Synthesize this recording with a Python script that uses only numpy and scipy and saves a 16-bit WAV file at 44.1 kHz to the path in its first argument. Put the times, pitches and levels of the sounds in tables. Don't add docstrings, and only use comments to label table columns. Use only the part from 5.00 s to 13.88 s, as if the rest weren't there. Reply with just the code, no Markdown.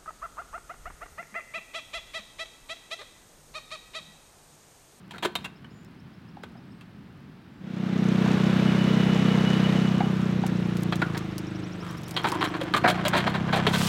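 import sys
import numpy as np
from scipy import signal
from scipy.fft import rfft, irfft
from scipy.io import wavfile
from scipy.ndimage import uniform_filter1d

SR = 44100
rng = np.random.default_rng(int(sys.argv[2]) if len(sys.argv) > 2 else 0)


def unload_audio(sound):
    columns = np.transpose(np.atleast_2d(sound))
    steps = np.round(np.clip(columns, -1, 1) * 32767)
    wavfile.write(sys.argv[1], SR, steps.astype(np.int16))


N = 391608
TIME = np.arange(N) / SR


def awning(ring_db=-4):
    # f/Hz, level/dB, T60/s
    modes = [(354, 3.5, 0.13), (724, -2, 0.031), (980, 2, 0.031), (1276, -6, 0.37), (1523, 1, 0.075),
             (1670, -6, 0.15), (2795, -3, 0.091), (3210, 7.5, 0.009), (3700, -8, 0.09), (4230, 6, 0.29),
             (5800, -18, .1), (7400, 7, 0.048), (13200, -8, .06)]
    force = latches() + bonks() + clanks() + rubbing() + sliding()
    tubes = sum(undb(db) * resonate(force, hz, np.log(1000) / np.pi / t60) for hz, db, t60 in modes)
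    return force + undb(ring_db) * tubes


def knock(chatter_s, db, thud_db, bite_db, sizzle_db, ring_hz, share):
    fall_s, tail_s, tail_db, grit_db = 0.0085, 0.061, -23, 3
    t = np.arange(SR // 4) / SR
    hiss, grit = rng.standard_normal((2, len(t)))
    after = np.maximum(t - chatter_s, 0)
    contacts = undb(grit_db * np.repeat(grit, 40)[:len(t)])
    decay = np.exp(-after / fall_s - .5 * t / (chatter_s + fall_s))
    tail = undb(tail_db) * np.exp(-after / tail_s)
    attack = 1 - np.exp(-t / (.1 * chatter_s))
    force = hiss * (contacts * decay + tail) * attack
    thud = undb(thud_db) * unit(band(force, 161, 390))
    body = unit(band(force, 566, 1820, order=3))
    bite = undb(bite_db) * unit(band(force, 2214, 4210, order=4))
    sizzle = undb(sizzle_db) * unit(band(band(force, 6900, 18000, order=3), 3000, 5700, order=1))
    ring = resonate(resonate(force, ring_hz, 60 + 0.029 * ring_hz), ring_hz, 300)
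    ring = unit(ring) * np.hypot(1, undb(bite_db))
    sound = thud + np.sqrt(1 - share) * (body + bite) + np.sqrt(share) * ring + sizzle
    return sound * undb(db) * np.sqrt((chatter_s + .011) / t[-1])


def latches():
    # t/s, chatter/s, level/dB, hardness/dB, ring f/Hz, ring share
    snaps = [(.108, 0.0078, -49.5, 1.5, 880, 0.25), (0.131, 0.037, -47, -10, 1360, 0.3),
             (0.181, .002, -45.5, -2.5, 3720, 0.25), (.224, 0.033, -32, -5.5, 1660, 0.02),
             (0.247, 0.011, -29, -5.5, 363, 0.36), (0.3534, 0.0029, -31.5, 1, 3650, 0.25),
             (0.442, 0.016, -39, -3, 2720, 0.48), (.643, 0.0057, -52, -12.5, 2990, 0.2),
             (1.433, 0.0038, -42, -9, 1020, 0), (1.81, .002, -53.5, -3, 2680, 0.4)]
    thud_db, sizzle_db = -12.5, -10
    out = np.zeros(N)
    for s, chatter_s, db, hard_db, hz, share in snaps:
        add(out, s, knock(chatter_s, db, thud_db - hard_db, hard_db, sizzle_db + hard_db, hz, share))
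    return out


def bonks():
    # t/s, level/dB
    knocks = [(1.368, -45.5), (1.551, -53.5), (3.259, -34), (5.004, -25.5), (5.436, -30.5)]
    out = np.zeros(N)
    for s, db in knocks:
        add(out, s, knock(0.0013, db, thud_db=-13.5, bite_db=-12, sizzle_db=-63, ring_hz=797, share=0.91))
    return out


def clanks():
    # t/s, chatter/s, level/dB, hardness/dB, rebound/dB re blow, ring f/Hz, ring share
    blows = [(5.923, 0.0051, -29, -7, -23, 855, 0.04), (6.017, 0.0063, -24.5, -10.5, -32, 1386, 0.5),
             (6.146, 0.0078, -36, -11, -5, 1090, 0), (7.163, 0.014, -33, 2, -10, 3180, 0.02),
             (7.24, .018, -25.5, -10.5, -8, 920, 0.09), (7.318, 0.014, -31.5, -20, -6, 1004, 0.86),
             (7.407, 0.024, -28, -7, -3, 1080, 0.1), (7.538, 0.014, -34.5, -10, -11, 1090, 0.1),
             (7.611, 0.0053, -29, -4.5, -9.5, 515, 0.78), (7.736, 0.016, -23, -5.5, -3.5, 1186, 0.47),
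             (7.835, 0.044, -20, -18, -4.5, 720, 0.3), (7.973, 0.028, -35, -13, -26, 1080, 0.2),
             (8.05, 0.017, -28.5, 0.5, -34, 610, 0.62), (8.128, 0.032, -24, -10.5, -3.5, 704, 0.07),
             (8.181, 0.028, -37, 1.5, -20, 1770, 0.4), (8.265, 0.015, -24.5, -10.5, -16, 693, 0.16),
             (8.338, 0.027, -32, -7.5, -24, 1320, 0), (8.485, 0.011, -34, -15, -16, 1520, .22),
             (8.525, 0.024, -25.5, -6, -5.5, 790, 0.3), (8.666, 0.0097, -22.5, -3, -13, 415, 0.36),
             (8.731, .028, -29, -4, -16, 428.4, 0.15)]
    thud_db, sizzle_db = -8, -19
    out = np.zeros(N)
    for s, chatter_s, db, hard_db, rebound_db, hz, share in blows:
        add(out, s, knock(chatter_s, db, thud_db, hard_db, sizzle_db + hard_db, hz, share))
        rebound = knock(0.76 * chatter_s, db + rebound_db, thud_db,
                        bite_db=-5.5, sizzle_db=-15.5, ring_hz=hz, share=share)
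        add(out, s + .019 + 0.49 * chatter_s, rebound)
    return out


def rubbing():
    # t/s, length/s, level/dB
    rubs = [(4.797, 0.61, -44), (5.963, .3, -45.5), (6.778, 0.23, -44)]
    pressure = sum(undb(db) * np.sin(np.pi * ramp(s, length_s)) for s, length_s, db in rubs)
    return unit(resonate(grains(1500, spread_db=2.3), hz=1190, width_hz=220)) * pressure


def sliding():
    # t/s, level/dB
    levels = [(6.6, -100), (7.1, -49.5), (7.35, -38.5), (7.65, -45.5), (7.85, -42), (8.25, -35),
              (8.45, -42.5), (8.6, -34), (8.88, -35.5)]
    scrape = unit(band(grains(2200, spread_db=2.3), 300, 1760))
    return scrape * undb(curve(levels) + 2.5 * walk(35))


def canvas():
    # f/Hz, relative level/dB
    spectrum = [(290, -31.5), (500, -28), (1080, -23), (1180, -3), (1360, -25), (2390, -13.5), (2980, -9),
                (8830, -18.5), (16000, -28)]
    # t/s, level/dB
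    levels = [(8.5, -110), (8.7, -48), (8.77, -33), (8.82, -31), (8.88, -33)]
    return colour(grains(7000, spread_db=0.64), spectrum) * undb(curve(levels) + 1.9 * walk(90))


def gravel(click_s=0.00032, tail_s=0.007):
    # t/s, peak level/dB
    stones = [(5.465, -25), (5.7699, -25), (5.957, -24.5), (6.177, -20.5), (6.3812, -23), (6.91, -36),
              (7.034, -33), (7.0931, -30), (7.1103, -26), (7.287, -21), (7.298, -28), (7.319, -17.5),
              (8.082, -12.5)]
    # t/s, level/dB
    shuffle = [(0, -74), (2.8, -92), (3.2, -73.5), (5.2, -83), (5.8, -61), (6.6, -82), (7.2, -56),
               (8.88, -100)]
    out, t = np.zeros(N), np.arange(SR // 40) / SR
    decay = np.exp(-t / click_s) + 0.3 * np.exp(-t / tail_s)
    for s, db in stones:
        click = band(rng.standard_normal(len(t)) * decay, 1200, 8000, order=1)
        add(out, s, click / np.abs(click).max() * undb(db))
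    crunch = unit(band(grains(220, spread_db=3.8), 2500, 12000, order=1))
    return out + crunch * undb(curve(shuffle) + 3 * walk(9))


def cart():
    # t/s, firing f/Hz
    speed = [(2.6, 31.2), (3.88, 31.9), (5.03, 31.8), (5.77, 29.5), (5.91, 29.4), (6.31, 26.1),
             (6.57, 26.2), (6.83, 25.0), (6.99, 23.8), (7.22, 24.6), (7.36, 25.7), (7.43, 25.9),
             (7.6, 24.1), (7.9, 29.7), (8.11, 29.8), (8.3, 32.4), (8.88, 34.4)]
    cruise_hz, travel_m_s, nearest_m = 31.7, 8.26, 16.2
    first_firing_s, enters_s, passes_s, hides_s = 2.573, 2.575, 4.28, 4.744
    firing_hz = curve(speed)
    cycles = np.cumsum(firing_hz) / SR
    cycles -= np.interp(first_firing_s, TIME, cycles)
    excess_hz = firing_hz - cruise_hz
    along_m = travel_m_s * (TIME - passes_s)
    distance_m = np.hypot(nearest_m, along_m)
    spreading_db = 20 * np.log10(nearest_m / distance_m)
    bark_hz = 184.2 + 2.2 * excess_hz - 5.6 * along_m / distance_m
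    screened = ramp(hides_s, 0.29)
    bark_db = -20 + 1.6 * excess_hz + spreading_db - 2 * screened
    boom_db = -35.5 + 0.98 * excess_hz + 0.11 * spreading_db
    clatter_db = -31.5 + .5 * excess_hz + spreading_db - 6 * screened
    quick_fade_in, slow_fade_in = ramp(enters_s, 0.46), ramp(enters_s, 0.69)
    boom_gain = undb(boom_db) * slow_fade_in
    pulses = exhaust(cycles, firing_hz, bark_hz, bark_db, boom_gain)
    outlet = detoured(pulses) + gas_stream(bark_db, boom_gain)
    running_gear = clatter(cycles, clatter_db) + tyres(clatter_db - 25) + belt()
    return outlet * quick_fade_in + running_gear * slow_fade_in


def exhaust(cycles, firing_hz, bark_hz, bark_db, boom_gain, jitter_s=.00005, scatter_db=.4):
    # t/s, level/dB
    pipe_levels = [(2.8, -38.5), (3.5, -35.5), (5.2, -39.5), (5.85, -36), (6.2, -40), (6.55, -37),
                   (7.05, -48), (7.35, -31.5), (7.7, -35.5), (8.2, -40), (8.88, -49)]
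    # f/Hz, swell/s, relative level/dB
    low_modes = [(110, 0.01215, -0.5), (53.2, 0.0194, -6)]
    pipe_db = curve(pipe_levels)
    rasp = undb(-22.5) * bark(hz=445, swell_s=.002)
    pipe = bark(hz=320, swell_s=0.00766)
    boom = sum(undb(db) * bark(hz, swell_s) for hz, swell_s, db in low_modes)
    firings = np.flatnonzero(np.diff(np.floor(cycles)))
    out = np.zeros(N)
    for i, (late, loud, bright) in zip(firings, rng.standard_normal((len(firings), 3))):
        silencer = (bark(bark_hz[i], swell_s=0.0062) + rasp) * undb(bark_db[i])
        pulse = silencer + pipe * undb(pipe_db[i] + 0.29 * bright) + boom * boom_gain[i]
        add(out, i / SR + jitter_s * late, pulse * undb(scatter_db * loud) / np.sqrt(firing_hz[i]))
    return out


def bark(hz, swell_s):
    t = np.arange(SR // 12) / SR
    wave = t ** 2 * np.exp(-2 * t / swell_s) * np.sin(2 * np.pi * hz * (t - swell_s))
    return wave * np.sqrt(SR / np.sum(wave ** 2))


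def detoured(x):
    # t/s, amplitude share
    indirect = [(2.55, 0.17), (5.4, 0.23), (6.3, 0.41), (6.8, 0.66), (7.7, 0.53), (8.1, 0.4), (8.88, 0.1)]
    # delay/s, gain
    paths = [(0.0099, 0.28), (0.0172, 0.38), (0.0284, .5)]
    share = curve(indirect)
    echoes = sum(gain * np.interp(TIME - delay, TIME, x) for delay, gain in paths)
    return band(np.sqrt(1 - share ** 2) * x + share * echoes, 53, 2600)


def gas_stream(bark_db, boom_gain):
    rush = unit(band(rng.standard_normal(N), 216, 296)) * undb(bark_db - 15)
    rumble = unit(band(rng.standard_normal(N), 79, 140, order=3)) * boom_gain * undb(-9)
    return rush + rumble


def clatter(cycles, db, depth=0.12):
    # f/Hz, relative level/dB
    spectrum = [(250, -21), (430, 5), (523, -0.5), (903, -5), (1400, -5), (1510, -6), (2600, -10),
                (2980, -10.5), (3120, -12.5), (3690, -12.5), (4700, -21), (6260, -25), (6750, -29),
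                (12200, -40), (16000, -44)]
    swell = 1 + depth * np.sin(2 * np.pi * cycles)
    rattle = rng.standard_normal(N) + 0.43 * grains(900, spread_db=0.45)
    return colour(rattle * swell, spectrum) * undb(db + 0.16 * walk(18))


def tyres(db):
    return unit(band(grains(500, spread_db=5), 5100, 7400)) * undb(db)


def belt(hz=2945):
    # t/s, level/dB
    levels = [(3.1, -64), (3.9, -42), (4.65, -40.5), (5.05, -51), (5.4, -80)]
    whine = resonate(resonate(rng.standard_normal(N), hz, width_hz=32), hz, width_hz=90)
    return unit(whine) * undb(curve(levels))


def birds():
    # t/s, spacing/s, level/dB, lowest f/Hz, highest f/Hz, falling note f/Hz
    phrases = [(.405, .1445, -63, 4500, 5500, 4800), (5.21, .084, -58, 4600, 5800, 7900),
               (6.459, .084, -49, 4500, 5900, 8000)]
    counts = [10, 15, 13]
    # t/s, length/s, level/dB, start f/Hz, end f/Hz, trill depth/Hz
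    whistles = [(0.665, 0.23, -68, 6900, 7100, 220), (1.61, 0.26, -77, 7500, 8700, 30.1),
                (2.48, 0.17, -81, 7200, 7600, 30)]
    chirp_s, answer_s = .034, 0.02
    out = np.zeros(N)
    for (start, spacing, db, lo_hz, hi_hz, answer_hz), count in zip(phrases, counts):
        for k, (pitch, loud) in enumerate(rng.standard_normal((count, 2))):
            s, detune = start + k * spacing, 1 + .008 * pitch
            add(out, s, note(chirp_s, db + 1.1 * loud, lo_hz * detune, hi_hz * detune))
            add(out, s + spacing / 2, note(answer_s, db - 9, answer_hz * 1.06, answer_hz * .96))
    for s, *shape in whistles:
        add(out, s, note(*shape))
    return out


def note(length_s, db, from_hz, to_hz, trill_depth_hz=0, trill_rate_hz=170):
    progress = np.linspace(0, 1, int(length_s * SR))
    hz = from_hz + (to_hz - from_hz) * np.sin(np.pi / 2 * progress)
    hz += trill_depth_hz * np.sin(2 * np.pi * trill_rate_hz * progress * length_s)
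    return undb(db) * np.sin(np.pi * progress) ** 2 * np.sin(2 * np.pi * np.cumsum(hz) / SR)


def campsite(db=-47.5):
    # f/Hz, relative level/dB
    spectrum = [(15, -41), (25, -27), (74, -9.5), (180, 0), (242, -4.5), (344, -13), (373, -13.5),
                (503, -22.5), (1520, -23), (2280, -28.5), (2690, -29), (5000, -37.5), (6740, -48),
                (13600, -52), (16000, -49)]
    air = colour(rng.standard_normal(N), spectrum)
    rumble = band(air, 60, 500, order=1)
    return (air + 0.15 * walk(8) * rumble) * undb(db)


def outdoors(x, t60_s=0.28, wet_db=-23):
    t = np.arange(SR // 2) / SR
    echo = band(rng.standard_normal(len(t)), 260, 2400, order=1) * undb(-60 * t / t60_s) * (t > .012)
    return x + undb(wet_db) * signal.fftconvolve(x, echo / np.linalg.norm(echo))[:N]


def undb(db):
    return 10 ** (np.asarray(db) / 20)


def unit(x):
    return x / np.sqrt(np.mean(x ** 2) + 1e-20)


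def curve(table):
    return np.interp(TIME, *np.transpose(table))


def ramp(start_s, length_s):
    return np.clip((TIME - start_s) / length_s, 0, 1)


def add(track, s, sound):
    start = max(int(s * SR), 0)
    track[start:start + len(sound)] += sound[:max(N - start, 0)]


def resonate(x, hz, width_hz):
    return signal.lfilter(*signal.iirpeak(hz, hz / width_hz, fs=SR), x)


def band(x, lo_hz, hi_hz, order=2):
    return signal.sosfilt(signal.butter(order, [lo_hz, hi_hz], "band", fs=SR, output="sos"), x)


def colour(x, spectrum):
    hz, db = np.transpose(spectrum)
    gain = undb(np.interp(np.log(np.fft.rfftfreq(N, 1 / SR) + 1), np.log(hz), db))
    return unit(irfft(rfft(x) * gain, N))


def walk(rate_hz):
    hold = int(SR / rate_hz)
    steps = np.repeat(rng.standard_normal(N // hold + 1), hold)
    return unit(uniform_filter1d(steps, hold)[:N])


def grains(per_s, spread_db):
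    size = undb(spread_db * np.minimum(rng.exponential(size=N), 4))
    return unit((rng.random(N) < per_s / SR) * rng.standard_normal(N) * size)


def scene():
    return (outdoors(awning() + canvas() + gravel() + birds()) + cart() + campsite())[None]


def record(dry, top_hz=15900):
    return signal.sosfilt(signal.ellip(8, .2, 70, top_hz, fs=SR, output="sos"), dry)


dry = scene()
out = record(dry)
unload_audio(out)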